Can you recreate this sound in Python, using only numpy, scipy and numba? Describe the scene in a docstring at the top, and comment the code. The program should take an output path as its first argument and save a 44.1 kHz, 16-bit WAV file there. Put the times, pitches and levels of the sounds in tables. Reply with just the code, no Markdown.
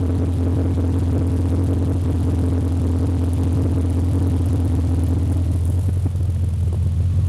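"""A big V8 idles loudly through open pipes, booming over bright ticks and the rush of fan and gas.
Eight uneven firings a cycle ring the pipes, most strongly at 82 and 100 Hz; shaped noise makes ticks, rush and hiss.
The microphone creeps along under the tail, then backs out beside the car amid popping exhaust.
The boom overloads it, flattening each wave and chopping the hiss, less so as it moves away."""
import sys
import numpy as np
from scipy import signal
from scipy.fft import rfft, irfft, next_fast_len
from scipy.io import wavfile
from scipy.ndimage import uniform_filter1d
from numba import njit

SR = 44100
rng = np.random.default_rng(int(sys.argv[2]) if len(sys.argv) > 2 else 0)


def unload_wav(signal):
    """Save mono or channel-first audio to the path in sys.argv[1] as 16-bit WAV at rate SR, clipped to [-1, 1]."""
    wavfile.write(
        sys.argv[1],
        SR,
        np.round(np.clip(np.atleast_2d(signal).T, -1, 1) * 32767).astype(np.int16),
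    )


N = 321048
LEAD = SR // 2  # samples of engine running before 0 s
TIME = np.arange(-LEAD, N) / SR
FIRING_JITTER = 0.018  # spread, firing intervals


def undb(db):
    """Decibels to gain."""
    return 10 ** (np.asarray(db) / 20)


def unit(x):
    """Scale to rms 1."""
    return x / np.sqrt(np.mean(x ** 2))


def curves(table):
    """Join each column of a table by straight lines in time."""
    s, *columns = np.transpose(table)
    return [np.interp(TIME, s, column) for column in columns]


def bump(s, half_length_s):
    """Smooth swell from 0 to 1 and back around time s."""
    return np.exp(-((TIME - s) / half_length_s) ** 2)


def step(s, half_length_s):
    """Smooth rise from 0 to 1 around time s."""
    return 0.5 + 0.5 * np.tanh((TIME - s) / half_length_s)


def filtered(x, response):
    """Pass x through a response given as a function of frequency."""
    size = next_fast_len(len(x) + LEAD)
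    hz = np.maximum(np.arange(size // 2 + 1) * SR / size, 1e-3)  # keeps log(hz) finite
    return irfft(rfft(x, size) * response(hz), size)[:len(x)]


def ring(x, modes):
    """Resonances in parallel, each opposite in polarity to the last."""
    def response(f):
        total = 0
        for k, (hz, width_hz, db) in enumerate(modes):
            total = total + (-1) ** k * undb(db) / (1 + 1j * (f * f - hz * hz) / (f * width_hz))
        return total
    return filtered(x, response)


def noise(spectrum):
    """Noise of rms 1, coloured by (Hz, dB) points and falling away below the first."""
    hz, db = np.transpose(spectrum)

    def colour(f):
        low_cut = f / np.hypot(f, hz[0])
        return undb(np.interp(np.log(f), np.log(hz), db)) * low_cut
    return unit(filtered(rng.standard_normal(len(TIME)), colour))


def walk(rate_hz):
    """Smooth random wander of rms 1, low-passed at rate_hz."""
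    return unit(filtered(rng.standard_normal(len(TIME)), lambda f: 1 / (1 + (f / rate_hz) ** 4)))


def strokes(crank, phase, db, jitter, scatter_db):
    """One impulse per cylinder and cycle, each a little off in time and size; crank counts firings."""
    turn = np.arange(int(crank[0]) + 1, int(crank[-1]) + 1)
    cylinder = turn % len(db)
    late, uneven = rng.standard_normal((len(turn), 2)).T
    at = np.searchsorted(crank, turn + phase[cylinder] + jitter * late)
    gain = undb(db[cylinder] + scatter_db * uneven)
    return np.bincount(at, gain, len(crank) + 1)[:-1]


# weak firings, each a brief dip around its centre
# columns: centre_s [s], level_db [dB], half_length_s [s]
STUMBLES = [(0.348, -3, 0.035), (0.752, -5.5, 0.014), (2.01, -6, 0.033), (6.12, -7, 0.015)]


def stumbles():
    """Brief dips in firing strength, in dB."""
    return sum(db * bump(s, half_length_s) for s, db, half_length_s in STUMBLES)


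# idle speed before the drag of stumbles
# columns: time_s [s], speed_rpm [rev/min]
SPEED = [(0.0, 642.2), (0.9, 657.1), (1.1, 633.0), (1.62, 655.6), (1.72, 644.5), (1.8, 649.3), (2.9, 630.7),
         (3.04, 644.8), (3.46, 630.8), (4.18, 650.7), (4.76, 614.4), (5.36, 639.4), (5.46, 622.8),
         (5.9, 664.4), (6.74, 621.0), (7.28, 657.0)]


def crankshaft(stumble_db, drag_rpm_per_db=14, flywheel_s=0.2):
    """Firings counted from 0 s; weak ones slow the crank through the flywheel, then it recovers."""
    rpm, = curves(SPEED)
    drag_db = filtered(stumble_db, lambda f: 1 / (1 + 2j * np.pi * f * flywheel_s))
    rpm = rpm + drag_rpm_per_db * drag_db
    crank = np.cumsum(rpm / 60 * 4) / SR  # four firings a revolution
    return crank - crank[LEAD]


# cylinders in firing order
# columns: lateness [firing intervals], pulse_db [dB], tick_db [dB]
CYLINDERS = [(-0.0014, 1.5, 14), (-0.063, 2, 13.5), (0.0373, 0.63, 19.5), (-0.0508, 2.5, 9),
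             (-0.036, 1.27, 16), (-0.0384, 3, -14), (-0.12, -3.5, 17.5), (0.01, 2.5, 11.5)]


def firings(crank, phase=0.858, scatter_db=1.0):
    """Unequal, unevenly spaced pulses of gas, one per cylinder; phase in firing intervals."""
    late, pulse_db, _ = np.transpose(CYLINDERS)
    return strokes(crank, phase + late, pulse_db, FIRING_JITTER, scatter_db)


# quick swells and dips of exhaust strength
# columns: time_s [s], level_db [dB]
EFFORT = [(0, 0), (.22, 2), (.29, 0), (.5, 1.3), (.7, 1.5), (.9, 1.5), (1.03, -1.5), (1.14, 1.5), (1.45, 0),
          (1.8, 1), (2.07, 0), (2.15, -0.5), (2.35, 0.5), (2.58, 0.8), (2.72, -0.8), (2.92, 0.5), (3.2, 0),
          (3.31, -1.5), (3.6, 1), (4.04, -0.7), (4.2, 0.5), (4.43, -1), (4.59, 1), (4.72, -0.5), (4.97, 0),
          (5.07, 0), (5.17, -0.5), (5.56, 0), (5.66, 1), (5.84, -0.5), (6.5, -0.26), (7.28, 0.5)]


def effort(crank, lope_db=0.76, lope_peak_firing=2.39):
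    """Exhaust strength in dB: quick swells and dips plus a lope that swells once a cycle."""
    cycle = (crank - lope_peak_firing) / len(CYLINDERS)
    return curves(EFFORT)[0] + lope_db * np.cos(2 * np.pi * cycle)


# exhaust resonances, alternating in polarity
# columns: pitch_hz [Hz], width_hz [Hz], level_db [dB]
PIPE = [(44.59, 8.8, -11.5), (81.76, 14.34, 1), (100.14, 17.1, 1.5), (145.7, 53, -21.5), (170, 12.4, -24)]
# turbulence in the pipes
# columns: pitch_hz [Hz], level_db [dB]
RUMBLE = [(22, -6), (45, -46), (70, -3.5), (110, -7), (150, -3.5), (200, -9.5), (260, -19.5), (400, -26),
          (1000, -64)]
EXHAUST_DB, EXHAUST_LOSS_DB = 3, 7.2  # at 1 m re overload point; loss per doubling of distance


def exhaust(pulses, effort_db, soft_hz=215, rumble_db=-21, choke=0.41, choke_s=0.0086):
    """Gas pulses ring the pipes, whose mouths lose more the harder they are driven."""
    # valves take milliseconds to open: round pulses
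    rounded = filtered(pulses, lambda f: 1 / (1 + (f / soft_hz) ** 8))
    boom = unit(ring(rounded, PIPE))
    power = uniform_filter1d(boom ** 2, int(choke_s * SR))
    boom = unit(boom / (1 + 2 * power) ** (choke / 2))  # evens out the surges
    return boom * undb(effort_db) + undb(rumble_db) * noise(RUMBLE)


# fan, belts and gas
# columns: pitch_hz [Hz], level_db [dB]
RUSH = [(150, 22.5), (300, 25), (500, 22.5), (800, 13), (1150, 11.5), (1500, 5.5), (2100, 5), (2700, 4.5),
        (3100, 6), (4000, 2.5), (5500, -1.5), (10000, -3.5), (12500, -44), (16000, -31)]
RUSH_DB, RUSH_LOSS_DB = -28, 9.5  # at 1 m; per doubling


def rush(crank, depth=0.18, swell_phase=0.41):
    """Fan and gas noise, swelling a little with each firing."""
    return noise(RUSH) * (1 + depth * np.cos(2 * np.pi * (crank - swell_phase)))


# bright ticks and spitting gas, shared by ticks and hiss
# columns: pitch_hz [Hz], level_db [dB]
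BRIGHT = [(500, 26), (2000, 2.5), (3500, 4.5), (5500, 2.5), (8000, 6.5), (9700, 10.5), (10350, 12),
          (10800, 8), (11500, 7.5), (13000, -3), (16000, -23)]
TICKS_DB, TICKS_LOSS_DB = -40.5, 9  # at 1 m before the swell below; per doubling
CLEAREST_S, CLEAREST_LENGTH_S, CLEAREST_DB = 4.33, 4.3, 7  # ticks come through more clearly here


def ticks(crank, phase=0.499, scatter_db=1.5, rise_s=0.00097, decay_s=0.0041):
    """Bright noise ticks, one per cylinder, every second one louder, perhaps leaking exhaust."""
    tick_db = np.transpose(CYLINDERS)[2]
    # phase in firing intervals
    taps = strokes(crank, np.full(len(tick_db), phase), tick_db, FIRING_JITTER, scatter_db)
    envelope = filtered(taps, lambda f: 1 / (1 + 2j * np.pi * f * rise_s) / (1 + 2j * np.pi * f * decay_s))
    return unit(envelope * noise(BRIGHT))


HISS_DB, HISS_LOSS_DB = -42, 4.5  # at 1 m off the beam; per doubling
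CROSSES_S, CROSSING_S, BEAM_DB = 5.78, 0.26, 9.5  # microphone crosses the tailpipe beam


def hiss(crank, depth=0.21, swell_phase=0.58, sputter_db=4.5, sputter_hz=89):
    """Bright sputtering gas, swelling once a firing."""
    swell = 1 + depth * np.cos(2 * np.pi * (crank - swell_phase))
    sputter = unit(undb(sputter_db * walk(sputter_hz)))
    return noise(BRIGHT) * swell * sputter


# sharpest metallic ticks; level before the envelope
# columns: start_s [s], level_db [dB], pitch_hz [Hz]
CLINKS = [(0.333, -31, 10200), (1.269, -28, 9400), (1.638, -26, 10000), (3.33, -16, 9600),
          (3.898, -24, 9900), (4.271, -20.5, 10300), (4.456, -25, 10200), (4.649, -28, 10100),
          (5.035, -25, 10600), (5.084, -29, 11300), (5.226, -36, 10100), (5.319, -24, 9700),
          (5.652, -25, 9600), (5.699, -27.5, 10400)]


def clinks(rise_s=0.00021, decay_s=0.0045, width_hz=1100):
    """Single hard ticks, each a short noise burst ringing at its own pitch."""
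    out, age = np.zeros(len(TIME)), np.arange(SR // 20) / SR
    envelope = (1 - np.exp(-age / rise_s)) * np.exp(-age / decay_s)
    for s, db, hz in CLINKS:
        at = np.searchsorted(TIME, s)
        tone = unit(ring(rng.standard_normal(len(age)), [(hz, width_hz, 0)]))
        out[at:at + len(age)] += undb(db) * envelope * tone
    return out


# hard firings popping out of the pipe
# columns: centre_s [s], level_db [dB], half_length_s [s]
POPS = [(5.703, 2, 0.0068), (5.784, 4.5, 0.014), (5.891, 7.5, .008), (5.971, 3.5, 0.0063),
        (5.994, 3, 0.0066), (6.066, 6.5, 0.01), (6.153, 3.5, 0.0046), (6.208, 4.5, 0.0065),
        (6.282, 4, 0.0055), (6.298, 2.5, 0.0061), (6.363, 5.5, .005), (6.425, 1, .005), (6.443, 2.5, 0.011),
        (6.638, 1, 0.0038), (6.68, 1.5, 0.0058), (6.973, 2.5, 0.0043)]


def pops():
    """Brief surges in firing strength, in dB."""
    return sum(db * bump(s, half_length_s) for s, db, half_length_s in POPS)


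# rough low burst as a hard firing overloads the microphone
# columns: pitch_hz [Hz], level_db [dB]
RASP = [(300, 4), (520, -6), (780, -17), (1150, -19), (1600, -23), (3000, -28), (8000, -57)]


def rasp(pop_db, level_db=-24):
    """Dull rasp, opened by the excess gain of each pop."""
    return undb(level_db) * (undb(pop_db) - 1) * noise(RASP)


# hollow under the body
# columns: pitch_hz [Hz], width_hz [Hz], level_db [dB]
FLANK = [(137, 21, 4.5), (169.5, 32, -2.5), (205, 28, -2)]
FLANK_DB = -21
CLEAR_S, CLEAR_LENGTH_S = 6.15, 0.5  # microphone clears the bumper


def flank(pulses, soft_hz=238, uneven_db=3, uneven_hz=58):
    """Low flutter: firings of randomly varied strength ring the hollow under the body."""
    uneven = pulses * undb(uneven_db * walk(uneven_hz))
    return unit(filtered(ring(uneven, FLANK), lambda f: 1 / (1 + (f / soft_hz) ** 12)))


# dull double bump; louder level sets the peak
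# columns: start_s [s], level_db [dB]
KNOCKS = [(6.727, -16.5), (6.744, -16)]
# its resonances
# columns: pitch_hz [Hz], width_hz [Hz], level_db [dB]
KNOCK_MODES = [(348, 70, 12), (540, 290, 4.5), (760, 130, 2.5), (1030, 220, 0)]


def knock(soft_hz=950):
    """Two softened impulses ring broad resonances, perhaps a hand on the microphone."""
    s, db = np.transpose(KNOCKS)
    impulses = np.bincount(np.searchsorted(TIME, s), undb(db), len(TIME))
    push = filtered(impulses, lambda f: 1 / (1 + (f / soft_hz) ** 6))
    thud = ring(push, KNOCK_MODES)
    return undb(db.max()) * thud / np.abs(thud).max()


# engine bay resonances
# columns: pitch_hz [Hz], width_hz [Hz], level_db [dB]
BAY = [(1120, 88, 11), (3050, 160, -7), (3370, 70, -4), (3540, 70, 1), (4140, 100, -8), (5240, 50, -7),
       (5857, 40, -2), (6578, 44, 5)]


def bay(level_db=-52.5):
    """Faint singing of the engine bay: noise through narrow resonances."""
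    return undb(level_db) * unit(ring(rng.standard_normal(len(TIME)), BAY))


# microphone path: along under the tail, then out
# columns: time_s [s], distance_m [m from the pipes]
DISTANCE = [(0, 0.99), (3.4, 0.97), (5.35, 1.213), (5.85, 2.12), (7.28, 2.46)]
# rounding the corner, the body shades the treble
CORNER_S, CORNER_LENGTH_S, TICKS_SHADE_DB, HISS_SHADE_DB = 6.98, 0.22, -10, -2


def scene():
    """The crank times the engine; the microphone's place sets how strongly its parts arrive."""
    stumble_db, pop_db = stumbles(), pops()
    crank = crankshaft(stumble_db)
    pulses = firings(crank)
    effort_db = effort(crank) + stumble_db + pop_db
    doublings = np.log2(curves(DISTANCE)[0])
    beside = step(CORNER_S, CORNER_LENGTH_S)

    exhaust_db = EXHAUST_DB - EXHAUST_LOSS_DB * doublings
    rush_db = RUSH_DB - RUSH_LOSS_DB * doublings
    ticks_db = TICKS_DB - TICKS_LOSS_DB * doublings
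    ticks_db = ticks_db + CLEAREST_DB * bump(CLEAREST_S, CLEAREST_LENGTH_S) + TICKS_SHADE_DB * beside
    hiss_db = HISS_DB - HISS_LOSS_DB * doublings
    hiss_db = hiss_db + BEAM_DB * bump(CROSSES_S, CROSSING_S) + HISS_SHADE_DB * beside

    air = (undb(exhaust_db) * exhaust(pulses, effort_db)
           + undb(rush_db) * rush(crank)
           + undb(ticks_db) * ticks(crank)
           + undb(hiss_db) * hiss(crank)
           + clinks()
           + rasp(pop_db)
           + undb(FLANK_DB) * step(CLEAR_S, CLEAR_LENGTH_S) * flank(pulses)
           + knock()
           + beside * bay())
    return air[None, LEAD:]


@njit
def peak_follower(x, start, attack, release):
    """Envelope that jumps up with the peaks and sinks slowly."""
    out, e = np.empty(len(x)), start
    for i in range(len(x)):
        e += (x[i] - e) * (attack if x[i] > e else release)
        out[i] = e
    return out


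# the amplifier's own dull hiss
# columns: pitch_hz [Hz], level_db [dB]
MIC_HISS = [(1000, 5), (1800, 2.5), (3000, 1.5), (6000, -12), (10000, -13.5), (16000, -28)]


def record(dry, knee=18, bias=0.07, mic_hiss_db=-55, low_cut_hz=205,
           attack_s=0.0001, release_s=2.13, ceiling_db=-9.0, top_hz=16000):
    """Microphone saturates, low cut turns flat tops into decaying spikes, gain control holds the peaks."""
    pressure = dry[0] + bias  # overloads sooner on one side
    # while pinned, almost nothing else gets through
    pinned = pressure / (1 + np.abs(pressure) ** knee) ** (1 / knee)
    pinned = pinned + undb(mic_hiss_db) * noise(MIC_HISS)[LEAD:]
    low_cut = signal.butter(1, low_cut_hz, "high", fs=SR)
    thin = signal.lfilter(*low_cut, pinned - pinned[0])
    size = np.abs(thin)
    attack, release = 1 - np.exp(-1 / (attack_s * SR)), 1 / (release_s * SR)
    peaks = peak_follower(size, size[:LEAD].max(), attack, release)
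    held = thin * undb(ceiling_db) / peaks
    top_cut = signal.ellip(8, 0.2, 70, top_hz, fs=SR, output="sos")
    return signal.sosfilt(top_cut, held)[None]


dry = scene()
out = record(dry)
unload_wav(out)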